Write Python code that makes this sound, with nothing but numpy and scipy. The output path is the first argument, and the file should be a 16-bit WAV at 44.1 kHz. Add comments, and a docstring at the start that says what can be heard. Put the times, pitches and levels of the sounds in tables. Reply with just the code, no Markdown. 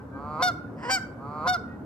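"""Two geese call in turn across a still lake: the lower voice twice, the brighter one in between.
Each call is a train of pulses from the voice box, ringing in the throat. It starts as a rising grunt,
cracks through a middle pitch and jumps to a short brassy honk with the bill wide open.
The wooded shore sends the honks back. Faint echoes of the bright goose's earlier honk open the scene,
one distant call comes near the end, and low wind rumble with a faint steady hum lies under it all."""
import sys
import numpy as np
from scipy import signal
from scipy.fft import rfft, irfft
from scipy.io import wavfile
from scipy.ndimage import uniform_filter1d

SR = 44100
rng = np.random.default_rng(int(sys.argv[2]) if len(sys.argv) > 2 else 0)


def master(y):
    """Save y as 16-bit WAV."""
    cut = np.clip(np.atleast_2d(y).T, -1, 1)
    pcm = np.round(cut * 32767)  # scale
    wavfile.write(sys.argv[1], SR, pcm.astype(np.int16))


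N = 81585
TREBLE_LIMIT_HZ = 15600


def amp(db):
    """Turns decibels into a number to multiply by."""
    return 10 ** (np.asarray(db) / 20)


def unit(x):
    """Scales a signal to an average strength (rms) of 1."""
    return x / np.sqrt(np.mean(x ** 2) + 1e-20)


def look_up(table, hz, column=1):
    """Reads a column between the rows of a table, spacing frequencies by octaves."""
    columns = np.transpose(table)
    return np.interp(np.log(hz + 1), np.log(columns[0] + 1), columns[column])


def follow(curve):
    """Gives the sample times of a curve, then each of its columns at those times."""
    times, *columns = np.transpose(curve)
    t = np.arange(times[0], times[-1], 1 / SR)
    return [t] + [np.interp(t, times, column) for column in columns]


def add(mix, t, sound, fade_s=0.0032):
    """Mixes in a sound at its times, with soft ends."""
    sound = sound * np.clip(np.minimum(t - t[0], t[-1] - t) / fade_s, 0, 1)
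    at = round(t[0] * SR) + np.arange(len(t))
    inside = (at >= 0) & (at < N)
    mix[at[inside]] += sound[inside]


def wander(t, size=60):
    """Smooth random drift; a larger size drifts more slowly."""
    return unit(uniform_filter1d(uniform_filter1d(rng.standard_normal(N), size), size))[:len(t)]


def wind_and_hum(level_db=-39.5, patch_db=2):
    """Low wind rumble with drifting louder patches and a faint steady distant hum."""
    # wind rumble, with the hum as peaks at 228 and 277 Hz: frequency_hz, relative_db
    rumble = [(20, -40), (48, -21.5), (65, -6), (120, 1.5), (185, -6), (228, 0.5), (252, -4.5), (277, 1),
              (310, -7), (360, -10), (520, -11), (800, -18.5), (1500, -23), (1900, -36.5), (3200, -50),
              (15000, -58.5)]
    # how alike left and right are: frequency_hz, likeness (1 = the same)
    likeness = [(30, .8), (70, 0.98), (170, 1), (280, 0.72), (900, 0.62), (1500, 0.079)]
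    hz = np.fft.rfftfreq(4096, 1 / SR)
    a, b, c, d, patches = rng.standard_normal((N // 1024 + 5, len(hz), 5)).T
    patches = unit(uniform_filter1d(uniform_filter1d(patches, size=10, axis=0), size=4, axis=1))
    same = np.clip(look_up(likeness, hz), -1, 1)[:, None]
    left = a + 1j * b
    right = same * left + np.sqrt(1 - same ** 2) * (c + 1j * d)
    spectrum = np.array([left, right]) * amp(look_up(rumble, hz)[:, None] + patch_db * patches)
    return amp(level_db) * unit(signal.istft(spectrum, nperseg=4096, noverlap=3072)[1][:, :N])


def shore(calls, build_s=0.028, echo_band_hz=(1160, 2030)):
    """The bank returns two dull echoes and the trees scatter the calls into a fading tail."""
    # tail from the trees: frequency_hz, fade_s (time to fall 60 dB), level_db
    trees = [(729, 0.68, -20), (1500, 0.67, -11), (2300, 0.61, -19), (4500, 0.33, -18.5), (8000, 0.32, -19),
             (15000, 0.31, -19)]
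    # echoes from the bank: delay_s, level_db
    bank = [(.04, -25.5), (.088, -16.5)]
    hz, t, noise = signal.stft(rng.standard_normal((2, SR)), SR, nperseg=256)
    shape = np.minimum(t / build_s, 1) * amp(-60 * t / look_up(trees, hz)[:, None])
    shape *= (amp(look_up(trees, hz, column=2)) / np.sqrt((shape ** 2).mean(1) * SR))[:, None]
    tail = signal.istft(noise * shape, SR, nperseg=256)[1]
    dull = signal.lfilter(*signal.butter(2, echo_band_hz, "band", fs=SR), calls)
    echoes = sum(amp(db) * np.pad(dull, ((0, 0), (round(s * SR), 0)))[:, :N] for s, db in bank)
    return echoes + signal.fftconvolve(calls, tail, axes=1)[:, :N]


def far_honk(start_s, length_s, pitch_hz, level_db, strong_hz, width_octaves=0.25, jitter=0.01):
    """Distance wears a honk or its echo down to the harmonics (pitch multiples) near strong_hz."""
    t = np.arange(0, length_s, 1 / SR)
    cycles = np.cumsum(pitch_hz * (1 + jitter * wander(t, size=150))) / SR
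    harmonic = np.arange(1, 6)[:, None]
    strength = np.exp(-abs(np.log2(harmonic * pitch_hz / strong_hz)) / width_octaves)
    tone = (strength * np.cos(2 * np.pi * harmonic * cycles)).sum(0)
    return start_s + t, amp(level_db) * np.sin(np.pi * t / length_s) * unit(tone)


def to_stereo(sound, voice):
    """A voice reaches the left and right microphones with different strength and timing."""
    # for each voice: frequency_hz, left_minus_right_db, left_lead_rad
    sides = {"low": [(730, 2, 0.35), (1050, -0.5, 0.22), (1250, -6.5, 0.2), (1450, -3.5, 1.86),
             (2260, 15, .1), (3640, 2.5, 0.66), (4400, -4, 1.16), (5180, 4.5, 1.68), (15000, -0.5, 1.9)],
             "bright": [(770, 4.5, 0.5), (1053, -3, 0.87), (1503, -3, 1.5), (3120, 0, 1.52), (4660, 5.5, 1),
             (5540, 5, -0.6), (6100, -5, 3.5), (6970, 7.5, -5.5), (8800, 2, 1.88)]}
    hz = np.fft.rfftfreq(2 * N, 1 / SR)
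    left = amp(look_up(sides[voice], hz) / 2) * np.exp(.5j * look_up(sides[voice], hz, column=2))
    pair = np.array([left, 1 / left])
    return irfft(rfft(sound, 2 * N) * pair / np.maximum(abs(pair.mean(0)), .5))[:, :N]


def throat(pulses, tone, size=4096):
    """The throat rings after every pulse, boosting some frequencies and damping others."""
    log_gain = np.log(amp(look_up(tone, abs(np.fft.fftfreq(size, 1 / SR)))))
    ring = np.fft.ifft(np.exp(np.conj(signal.hilbert(log_gain)))).real
    return signal.fftconvolve(pulses, ring[:size // 2])[:len(pulses)]


def voice_box(hz, air, shift_cycles=0, flutter=0.45, full_flutter_hz=6960, blur_rad=0.73):
    """The voice box gives one sharp pulse and one puff of air per cycle."""
    cycles = np.cumsum(hz) / SR + shift_cycles
    harmonic = np.arange(1, int(TREBLE_LIMIT_HZ / hz.mean()) + 1)[:, None]
    # each overtone trembles on its own, the high ones most
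    points = rng.standard_normal((160, 128, 2)) @ [1, 1j]
    steps = np.arange(len(hz)) / 512
    tremble = np.array([np.interp(steps, np.arange(len(row)), row) for row in points[:len(harmonic)]])
    depth = flutter * np.sqrt(np.minimum(harmonic * hz.mean() / full_flutter_hz, 1)) * (harmonic > 1)
    puffs = (0.33 + np.exp(-(cycles % 1) / 0.32)) * rng.standard_normal(N)[:len(hz)]
    hiss = signal.lfilter([1, -0.59], 1, puffs)  # leans to the treble
    # harmonics slightly out of step blur each pulse
    lag = blur_rad * rng.standard_normal((160, 1))[:len(harmonic)]
    pulses = ((1 + depth * tremble) * np.exp(2j * np.pi * harmonic * cycles + 1j * lag)).real.sum(0)
    return unit(pulses) + air * unit(hiss)


def closed_call(voice, jump_s, curve, jitter, air, rasp_hz=1150, rasp_growth=0.48):
    """Pulses pass through the nearly shut bill and get raspier with effort."""
    # throat with the bill nearly shut, for each voice: frequency_hz, relative_db
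    shut_bill = {"low": [(150, -20), (460, -9.5), (750, -3.5), (900, -2), (1060, 0.5), (1250, 5),
                 (1450, -13), (1750, -37), (2250, -22), (2700, -38), (3600, -43), (4500, -30),
                 (5400, -50.5), (7700, -51), (16000, -76)], "bright": [(150, -34), (480, -3.5), (700, -7.5),
                 (1000, 4.5), (1200, -7.5), (1850, -4), (2500, -19), (3000, -15), (3700, -39.5),
                 (5100, -15.5), (6500, -40.5), (8000, -27), (9500, -65)]}
    t, hz, db = follow(curve)
    pulses = voice_box(hz * (1 + jitter * wander(t)), air)
    sound = unit(throat(pulses, shut_bill[voice]))
    rasp = signal.sosfiltfilt(signal.butter(2, rasp_hz, "high", fs=SR, output="sos"), sound)
    effort = amp(rasp_growth * (db - db.max()))
    return jump_s + t, amp(db) * (sound - rasp + rasp * effort)


def grunt(voice, jump_s):
    """Slow, breathy pulses speed up to open the call."""
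    # for each voice: time_from_jump_s, pitch_hz, level_db
    curves = {"low": [(-.3, 128.5, -56.5), (-.26, 136, -42.5), (-.21, 142, -39.5), (-.16, 148, -37.5),
              (-.105, 151.9, -35), (-.053, 153.9, -32.5), (-.025, 165, -32.5), (-.006, 203.5, -29),
              (.011, 211, -44.5)], "bright": [(-.155, 120.4, -63), (-.12, 135.4, -48.5),
              (-.085, 149.7, -45.5), (-.068, 164.7, -38.5), (-.04, 185.2, -41), (-.015, 216.3, -40),
              (.01, 252.3, -38)]}
    # for each voice: pitch_jitter_share, air_share
    roughness = {"low": (.007, 0.56), "bright": (.07, 1.3)}
    return closed_call(voice, jump_s, curves[voice], *roughness[voice])


def crack(voice, jump_s):
    """The voice cracks through a middle pitch on its way to the honk."""
    # for each voice: time_from_jump_s, pitch_hz, level_db
    curves = {"low": [(-.034, 495.6, -41.5), (-.021, 506.3, -31.5), (-.011, 516.7, -25),
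              (-.003, 518, -25.5), (.007, 568.5, -38)], "bright": [(-.065, 470.8, -49),
              (-.052, 474.2, -34.5), (-.02, 486, -33), (-.007, 535, -27.5), (.01, 539, -35.5)]}
    return closed_call(voice, jump_s, curves[voice], jitter=0.0036, air=.2)


def honk(voice, curve, top_s, top_hz, climb, sag, settle_s):
    """The pitch arches through the open bill; a second membrane beats against it until it settles."""
    # throat with the bill wide open, for each voice: frequency_hz, relative_db
    open_bill = {"low": [(250, -36.5), (720, 9), (1200, 0.5), (1450, -0.5), (2190, -17), (2900, -21),
                 (3650, -9.5), (4380, -12), (5830, -17), (6560, -27.5), (8000, -29), (9300, -45.5),
                 (11000, -31.5), (13000, -38), (14800, -38.5)], "bright": [(250, -31.5), (770, 7.5),
                 (1200, -4.5), (1540, -8.5), (2320, -4), (3100, -8), (3870, -16.5), (4640, -0.5),
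                 (5420, -1.5), (6200, -13.5), (7000, -13), (7750, -10), (8500, -17.5), (9400, -34),
                 (10800, -27), (13500, -29), (15000, -27.5)]}
    # the second membrane, for each voice: beat_hz
    beat_hz = {"low": 211, "bright": 260}
    t, *levels = follow(curve)
    rough = .5 - .5 * np.tanh((t - settle_s) / .01)  # falls from 1 to 0 around settle_s
    arch_hz = top_hz - np.where(t < top_s, climb, sag) * (t - top_s) ** 2  # climb and sag in Hz/s^2
    end_drop_hz = 18 * np.exp((t - t[-1]) / .007)
    hz = (arch_hz - end_drop_hz) * (1 + (0.0036 + 0.014 * rough) * wander(t, size=30))
    beat_cycles = np.cumsum(beat_hz[voice] * (1 + 0.047 * wander(t))) / SR
    beat = (0.027 + 0.57 * rough) * np.cos(2 * np.pi * beat_cycles)
    pulses = (1 + beat) * voice_box(hz, air=0.21 + .3 * rough, shift_cycles=0.063 * beat)
    sound = throat(pulses, open_bill[voice])
    # the first harmonic, the second and the treble each follow their own level
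    first, first_two = (signal.sosfiltfilt(signal.butter(6, edge * top_hz, fs=SR, output="sos"), sound)
                        for edge in (1.4, 2.5))
    bands = first, first_two - first, sound - first_two
    return t, sum(amp(db) * unit(band) for db, band in zip(levels, bands))


def scene():
    """Mixes the two geese, the faint echoes, the distant call, the shore, the wind and the hum."""
    # when each call jumps to its honk: voice, jump_s
    jumps = [("low", .423), ("bright", .905), ("low", 1.475)]
    # loudness through each of the three honks: time_s, first_harmonic_db, second_harmonic_db, treble_db
    opening = [(.419, -34, -36.5, -52), (0.426, -23.5, -28, -29), (.44, -26, -33.5, -26),
               (0.461, -26, -31, -35), (0.486, -32.5, -28.5, -32.5), (0.501, -34.5, -28, -51.5),
               (0.513, -40, -43, -64.5)]
    reply = [(.893, -42, -37.5, -49), (.912, -33, -27, -29), (0.946, -32.5, -31.5, -26.5),
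             (.963, -39, -29.5, -36), (0.98, -39.5, -35, -47), (.99, -50, -49, -58)]
    closing = [(1.465, -34, -33, -66), (1.477, -26.5, -25, -34), (1.497, -26, -32.5, -28.5),
               (1.517, -26.5, -30, -44), (1.533, -26.5, -39, -38.5), (1.545, -34, -31, -35),
               (1.56, -36, -27.5, -53.5), (1.571, -40.5, -48, -53)]
    # two faint echoes of the bright goose's earlier honk, then one distant call:
    # start_s, length_s, pitch_hz, level_db, strong_hz
    far_sounds = [(-.06, 0.098, 764, -54.5, 1510), (0.115, 0.093, 783, -51, 1530),
                  (1.659, 0.12, 630, -61, 1870)]
    near, far = {"low": np.zeros(N), "bright": np.zeros(N)}, np.zeros(N)
    for voice, jump_s in jumps:
        add(near[voice], *grunt(voice, jump_s))
        add(near[voice], *crack(voice, jump_s))
    low, bright = near["low"], near["bright"]
    add(low, *honk("low", opening, top_s=.458, top_hz=730, climb=8300, sag=24500, settle_s=.4325))
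    add(bright, *honk("bright", reply, top_s=.935, top_hz=775, climb=7300, sag=34000, settle_s=.9154))
    add(low, *honk("low", closing, top_s=1.514, top_hz=735, climb=12000, sag=24800, settle_s=1.4825))
    for row in far_sounds:
        add(far, *far_honk(*row))
    geese = to_stereo(low, "low") + to_stereo(bright + far, "bright")
    return geese + shore(geese) + wind_and_hum()


def record(dry):
    """Cuts off the very highest treble."""
    low_pass = signal.firwin(511, TREBLE_LIMIT_HZ, window=("kaiser", 9), fs=SR)
    return signal.oaconvolve(dry, low_pass[None], "same")


dry = scene()
out = record(dry)
master(out)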